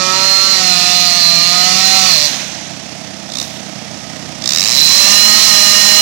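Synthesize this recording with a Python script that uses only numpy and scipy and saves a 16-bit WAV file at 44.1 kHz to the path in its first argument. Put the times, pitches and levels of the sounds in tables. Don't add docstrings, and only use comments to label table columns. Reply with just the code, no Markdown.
import sys
import numpy as np
from scipy import signal
from scipy.fft import rfft, irfft
from scipy.io import wavfile
from scipy.ndimage import uniform_filter1d, map_coordinates

SR = 44100
rng = np.random.default_rng(int(sys.argv[2]) if len(sys.argv) > 2 else 0)


def to_wav(s):
    ch = np.atleast_2d(s).T
    pcm = np.round(np.clip(ch, -1, 1) * 32767)
    wavfile.write(sys.argv[1], SR, pcm.astype(np.int16))


N = 265041

# open_s, close_s, ring_db, rasp_db, hot_ring_hz
PULLS = [(-1, 2.262, 0.9, 2.5, 4205), (3.299, 3.413, 0.8, -3.0, 4200), (4.4195, 6.1, 3.5, 3.6, 4160)]
THROTTLE_LEAD_S = .02
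CLEAN_ROUGH = .15


def from_db(db):
    return 10 ** (np.asarray(db) / 20)


def rms_one(x):
    return x / np.sqrt(np.mean(x ** 2) + 1e-20)


def automation(rows):
    times_s, *columns = np.transpose(rows)
    return [np.interp(np.arange(N) / SR, times_s, column) for column in columns]


def drift(rate_hz):
    knots = rng.standard_normal(600)
    at = np.arange(0, N + 64, 64)
    curve = map_coordinates(knots, [at / SR * rate_hz], order=2, mode="wrap")
    return np.interp(np.arange(N), at, rms_one(curve))


def colour(x, spectrum):
    size = 4096
    hz, db = np.transpose(spectrum)
    grid = np.maximum(np.fft.rfftfreq(size, 1 / SR), 1)
    skirt_db = 12 * np.minimum(np.log2(grid / hz[0]), 0)
    cepstrum = irfft(np.log(from_db(np.interp(np.log(grid), np.log(hz), db) + skirt_db)))
    cepstrum[1:size // 2] *= 2
    cepstrum[size // 2 + 1:] = 0
    return signal.fftconvolve(x, irfft(np.exp(rfft(cepstrum))))[:N]


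def even(x):
    size = SR // 25
    power = uniform_filter1d(uniform_filter1d(x ** 2, size), size)
    return x / np.sqrt(np.abs(power) + 1e-9 * np.mean(x ** 2))


def resonate(x, centre_hz, width_hz):
    size, out, state = 128, np.zeros(N), np.zeros(1, complex)
    for i in range(0, N, size):
        pole = np.exp((2j * np.pi * centre_hz[i] - np.pi * width_hz[i]) / SR)
        block, state = signal.lfilter([1], [1, -pole], x[i:i + size], zi=state)
        out[i:i + size] = block.real
    return out


def partial(turns, order):
    return np.sqrt(2) * np.sin(2 * np.pi * (order * turns + rng.random()))


def hum(turns, orders, waver_db):
    return sum(from_db(db + waver_db * drift(7)) * partial(turns, order) for order, db in orders)


def puff(turns, sharpness):
    crank_angle = 2 * np.pi * (turns - 1 / 6)
    return np.exp(sharpness * (np.cos(crank_angle) - 1))


def wood(x, t60_s=.73):
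    t = np.arange(SR) / SR
    trunks = rng.standard_normal(SR) * (rng.random(SR) < .03) * (t > .015) * from_db(-60 * t / t60_s)
    tail = signal.fftconvolve(x, trunks / np.linalg.norm(trunks))[:N]
    return colour(tail, [(100, -12), (2500, 9.5), (5000, -2), (12000, 17)])


def idler():
    # time_s, firing_hz
    idle_speed = [(0, 32.6), (3.1, 32.5), (3.7, 32.2), (4.2, 31.65), (6.01, 32.3)]
    # firing_multiple, level_db
    hum_orders = [(2, -54), (3, -49), (4, -44), (5, -40.5), (6, -40), (7, -46), (8, -45.5), (9, -51.5),
                  (10, -50)]
    # freq_hz, level_db
    clatter_eq = [(24, -24), (40, -25), (154, -5.5), (183, -15), (207, -6.5), (317, -6), (359, -9),
                  (387, -16.5), (690, -4.5), (1020, -16.5), (1640, -17), (1860, -14), (3840, -17),
                  (5580, -12), (15500, -44.5)]
    # harmonic, level_db
    whine_orders = [(1, -41.5), (3, -47.5), (6, -50), (9, -52)]
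    gear_ratio = 6.59
    speed, = automation(idle_speed)
    turns, sag_hz = np.cumsum(speed) / SR, speed.max() - speed
    knock = (puff(turns, sharpness=2.0) * from_db(2.0 * drift(32)) + 1.6) * rng.standard_normal(N)
    clatter = from_db(-31.6 + 1.6 * sag_hz) * rms_one(colour(knock, clatter_eq))
    whine = from_db(-6 + 7 * sag_hz) * hum(gear_ratio * turns, whine_orders, waver_db=2.0)
    return from_db(-.8) * hum(turns, hum_orders, waver_db=2.0) + clatter + whine


def latest_pull():
    t, pulls = np.arange(N) / SR, np.array(PULLS)
    opens, closes, *character = pulls[np.searchsorted(pulls[:, 0] - THROTTLE_LEAD_S, t) - 1].T
    return np.minimum(t, closes) - opens, np.maximum(t - closes, 0), *character


def hold_shares():
    # start_s, end_s
    hold_changes = [(.55, .63), (4.7, 5.0)]
    past_a, past_b = [np.interp(np.arange(N) / SR, change, [0, 1]) for change in hold_changes]
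    return np.array([1 - past_a, past_a - past_b, past_b])


def crank(open_s, shut_s, idle_hz=51, coast_s=.29):
    # time_s, firing_hz
    top_speed = [(0.0, 186.3), (0.04, 184.5), (0.26, 192.0), (0.5, 191.8), (0.77, 177.5), (0.98, 178.8),
                 (1.35, 170.0), (1.79, 187.7), (1.96, 189.9), (2.1, 184.3), (2.13, 174.0), (2.17, 150.2),
                 (2.21, 147.1), (2.26, 148.2), (4.92, 182.2), (5.0, 196.5), (5.032, 193.9), (5.134, 203.5),
                 (5.462, 214.1), (5.538, 205.3), (5.736, 205.1), (6.01, 207.9)]
    run_up_hz = idle_hz + 300 * np.maximum(open_s, 0) ** 1.185
    top_hz = np.interp(np.arange(N) / SR - shut_s, *np.transpose(top_speed))
    speed = idle_hz + (np.minimum(run_up_hz, top_hz) - idle_hz) * np.exp(-shut_s / coast_s)
    turns = np.cumsum(speed * (1 + 0.002 * drift(40))) / SR
    for opens, *_ in PULLS[1:]:
        at = round(opens * SR)
        turns[at - SR // 10:] += np.ceil(turns[at]) - turns[at]
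    return speed, turns


def roughness(open_s, speed, settle_s=.77, sag_hz=160, clean_hz=171):
    unsettled = .92 * (1 - (np.maximum(open_s, 0) / settle_s) ** 2)
    sagging = np.interp(speed, [sag_hz, clean_hz], [.38, CLEAN_ROUGH])
    return np.clip(np.maximum(unsettled, sagging), 0, 1)


def firings(turns, rough, jitter_s, spread_db):
    at = np.flatnonzero(np.diff(np.floor(turns)) > 0)
    late, strong = rng.standard_normal((len(at), 2)).T
    on_time = at + (1 - turns[at] % 1) / (turns[at + 1] - turns[at])
    exact = np.clip(on_time + late * rough[at] * jitter_s * SR, 0, N - 2)
    whole, part = exact.astype(int), exact % 1
    strength, clicks = from_db(spread_db * rough[at] * strong), np.zeros(N)
    clicks[whole] += strength * (1 - part)
    clicks[whole + 1] += strength * part
    return clicks


def chain(revs, throttle, db_per_octave=15):
    # freq_hz, level_db
    hiss_eq = [(200, -19), (700, 2), (1300, -4), (2000, 0), (3600, 1.5), (5000, 2), (6300, 5.5), (7600, -9),
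               (8700, -13), (11000, -31), (16000, -47)]
    hiss = rms_one(colour(rng.standard_normal(N) * from_db(1.5 * drift(90)), hiss_eq))
    return hiss * from_db(-9.5 + db_per_octave * np.log2(revs)) * (1 - .9 * throttle)


def buzz(turns, rough, waver_db):
    # crank_multiple, level_db
    hold_a = [(1, -10.5), (2, -13), (3, -7), (4, -13), (5, -5.5), (6, -6), (7, 1), (8, -14), (9, -11),
              (10, -5.5), (11, -8), (12, -15), (13, -8), (14, -11)]
    hold_b = [(1, -2), (2, -10), (3, -13), (4, 2.5), (5, -15), (6, -5.5), (7, -0.5), (8, -9.5), (9, -20),
              (10, -5.5), (11, -6.5), (12, -9), (13, -4), (14, -1.5)]
    hold_c = [(1, -3.5), (2, -18), (3, -3), (4, -10), (5, -6.5), (6, 0), (7, -19), (8, -43), (9, 3),
              (10, -39), (11, -34), (12, -17), (13, -39), (14, 7)]
    holds = from_db([np.array(hold)[:, 1] for hold in (hold_a, hold_b, hold_c)])
    holds = holds / np.linalg.norm(holds[:, 2:8], axis=1, keepdims=True)
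    shares, out = hold_shares(), 0
    for order, gains in enumerate(holds.T, 1):
        level_db = waver_db * drift(9) - 3.0 * order * rough ** 2
        out = out + (gains @ shares) * from_db(level_db) * partial(turns, order)
    return out


def sputter(jet, rough):
    # freq_hz, level_db
    sputter_eq = [(100, 0), (200, -1), (480, -10), (730, 0), (950, -7), (1220, -1), (1600, -12), (2850, -9),
                  (6000, -35)]
    return rms_one(colour(jet, sputter_eq)) * from_db(5.5) * np.maximum(rough - CLEAN_ROUGH, 0)


def rasp(jet, rough, revs, last_hold):
    # freq_hz, level_db
    rasp_eq = [(150, -22), (450, -27), (750, -13), (1200, -10.5), (1550, -17), (1900, -6), (2850, -4),
               (3700, -5), (4900, 4.5), (5400, -0.5), (6500, -2.5), (8000, -10), (10000, -22.5),
               (16000, -43)]
    # pitch_hz, width_hz, level_db
    shell_modes = [(5200, 180, -2), (5550, 120, -8), (5970, 170, -12), (6500, 99, -19.5), (1880, 53, -25.5)]
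    shell = sum(from_db(db) * rms_one(signal.lfilter(*signal.iirpeak(hz, hz / width, SR), jet))
                for hz, width, db in shell_modes)
    return rms_one(colour(jet, rasp_eq)) + shell * (0.38 + 0.68 * np.maximum(last_hold, rough * revs))


def scream(speed, turns, waver_db):
    # freq_hz, level_db
    skin_eq = [(2400, -17), (2900, -14.5), (3300, -24.5), (3570, -11.5), (3800, -29.5), (4150, 1),
               (4420, -9.5), (4700, -6), (5000, -18), (5500, -13), (6500, -15), (8000, -26)]
    hz, db = np.transpose(skin_eq)
    return sum(from_db(np.interp(order * speed, hz, db) + waver_db * drift(14)) * partial(turns, order)
               for order in range(15, 39))


def muffler(clicks, jet, speed, rough, centre_hz):
    # firing_hz, level_db
    bloom = [(124, -12.5), (144, 2.5), (174, 0)]
    pull_hz = .7 * (1 - rough) * speed * np.sin(2 * np.pi * centre_hz / speed) / (2 * np.pi)
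    slowness = 1 - speed / speed.max()
    drive = (1 - rough ** 2) * clicks + rough ** 2 * jet
    ring = even(resonate(drive, centre_hz - pull_hz, width_hz=70 + 420 * slowness ** 2))
    ring = colour(ring, [(2500, -10.5), (3500, 0.5), (4600, -1), (6000, 4.5), (12000, -21.5)])
    return ring * from_db(np.interp(speed, *np.transpose(bloom)))


def chainsaw():
    # time_s, ring_db, rasp_db, buzz_db
    faders = [(0.0, -18, -23, -24), (0.04, -22, -22, -22), (0.31, -15, -21, -25), (0.92, -16, -18, -25),
              (1.0, -14, -19, -27), (1.4, -16, -20, -26), (2.07, -13, -16, -24), (2.2, -16, -18, -28),
              (4.85, -13, -16, -31), (5.136, -16, -14, -27), (5.178, -12, -16, -28), (5.786, -16, -15, -27),
              (6.01, -13, -15, -27)]
    attack_s, release_s = .1, .02
    cold_hz, heat_s, cool_s = 3460, .22, .07
    ring_db, rasp_db, buzz_db = automation(faders)
    open_s, shut_s, pull_ring_db, pull_rasp_db, hot_hz = latest_pull()
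    throttle = np.clip((open_s + THROTTLE_LEAD_S) / attack_s, 0, 1) * np.exp(-shut_s / release_s)
    heat = (1 - np.exp(-np.maximum(open_s, 0) / heat_s)) * np.exp(-shut_s / cool_s)
    speed, turns = crank(open_s, shut_s)
    rough, revs, last_hold = roughness(open_s, speed), speed / speed.max(), hold_shares()[2]
    clicks = even(firings(turns, rough, jitter_s=.00003, spread_db=6.0))
    jet = even((puff(turns, sharpness=2.8) + .06 + .8 * revs ** 4) * rng.standard_normal(N))
    ring = muffler(clicks, jet, speed, rough, cold_hz + heat * (hot_hz - cold_hz))
    ring *= from_db(pull_ring_db + ring_db) * (.08 + throttle)
    tones = from_db(-.5) * scream(speed, turns, waver_db=3.0) * (1 - rough) * (1 - .85 * last_hold)
    treble = rasp(jet, rough, revs, last_hold) + tones
    treble *= from_db(pull_rasp_db + rasp_db + 2.8 * np.log2(revs))
    body = buzz(turns, rough, waver_db=1.9) + sputter(jet, rough)
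    body *= from_db(3.7 + buzz_db) * revs ** 1.4
    return ring + throttle * (treble + body) + chain(revs, throttle)


def scene():
    # freq_hz, level_db
    cover_eq = [(60, -29), (200, -26.5), (400, -24.5), (700, -27), (1300, -24.5), (2400, -23),
                (4200, -22.5), (5000, -30), (6300, -38), (8000, -39), (15000, -51)]
    saw = chainsaw()
    direct = saw + idler()
    right = direct + from_db(-13.5) * wood(saw)
    left = colour(direct + from_db(-6.5) * wood(direct), cover_eq)
    return from_db(5.0) * np.array([left, right])


def record(dry, low_cut_hz=53, high_cut_hz=15800):
    clipped = .95 * dry / (1 + dry ** 8) ** (1 / 8)
    clipped = signal.sosfilt(signal.butter(2, low_cut_hz, "high", fs=SR, output="sos"), clipped)
    return signal.sosfilt(signal.ellip(10, .1, 70, high_cut_hz, fs=SR, output="sos"), clipped)


dry = scene()
out = record(dry)
to_wav(out)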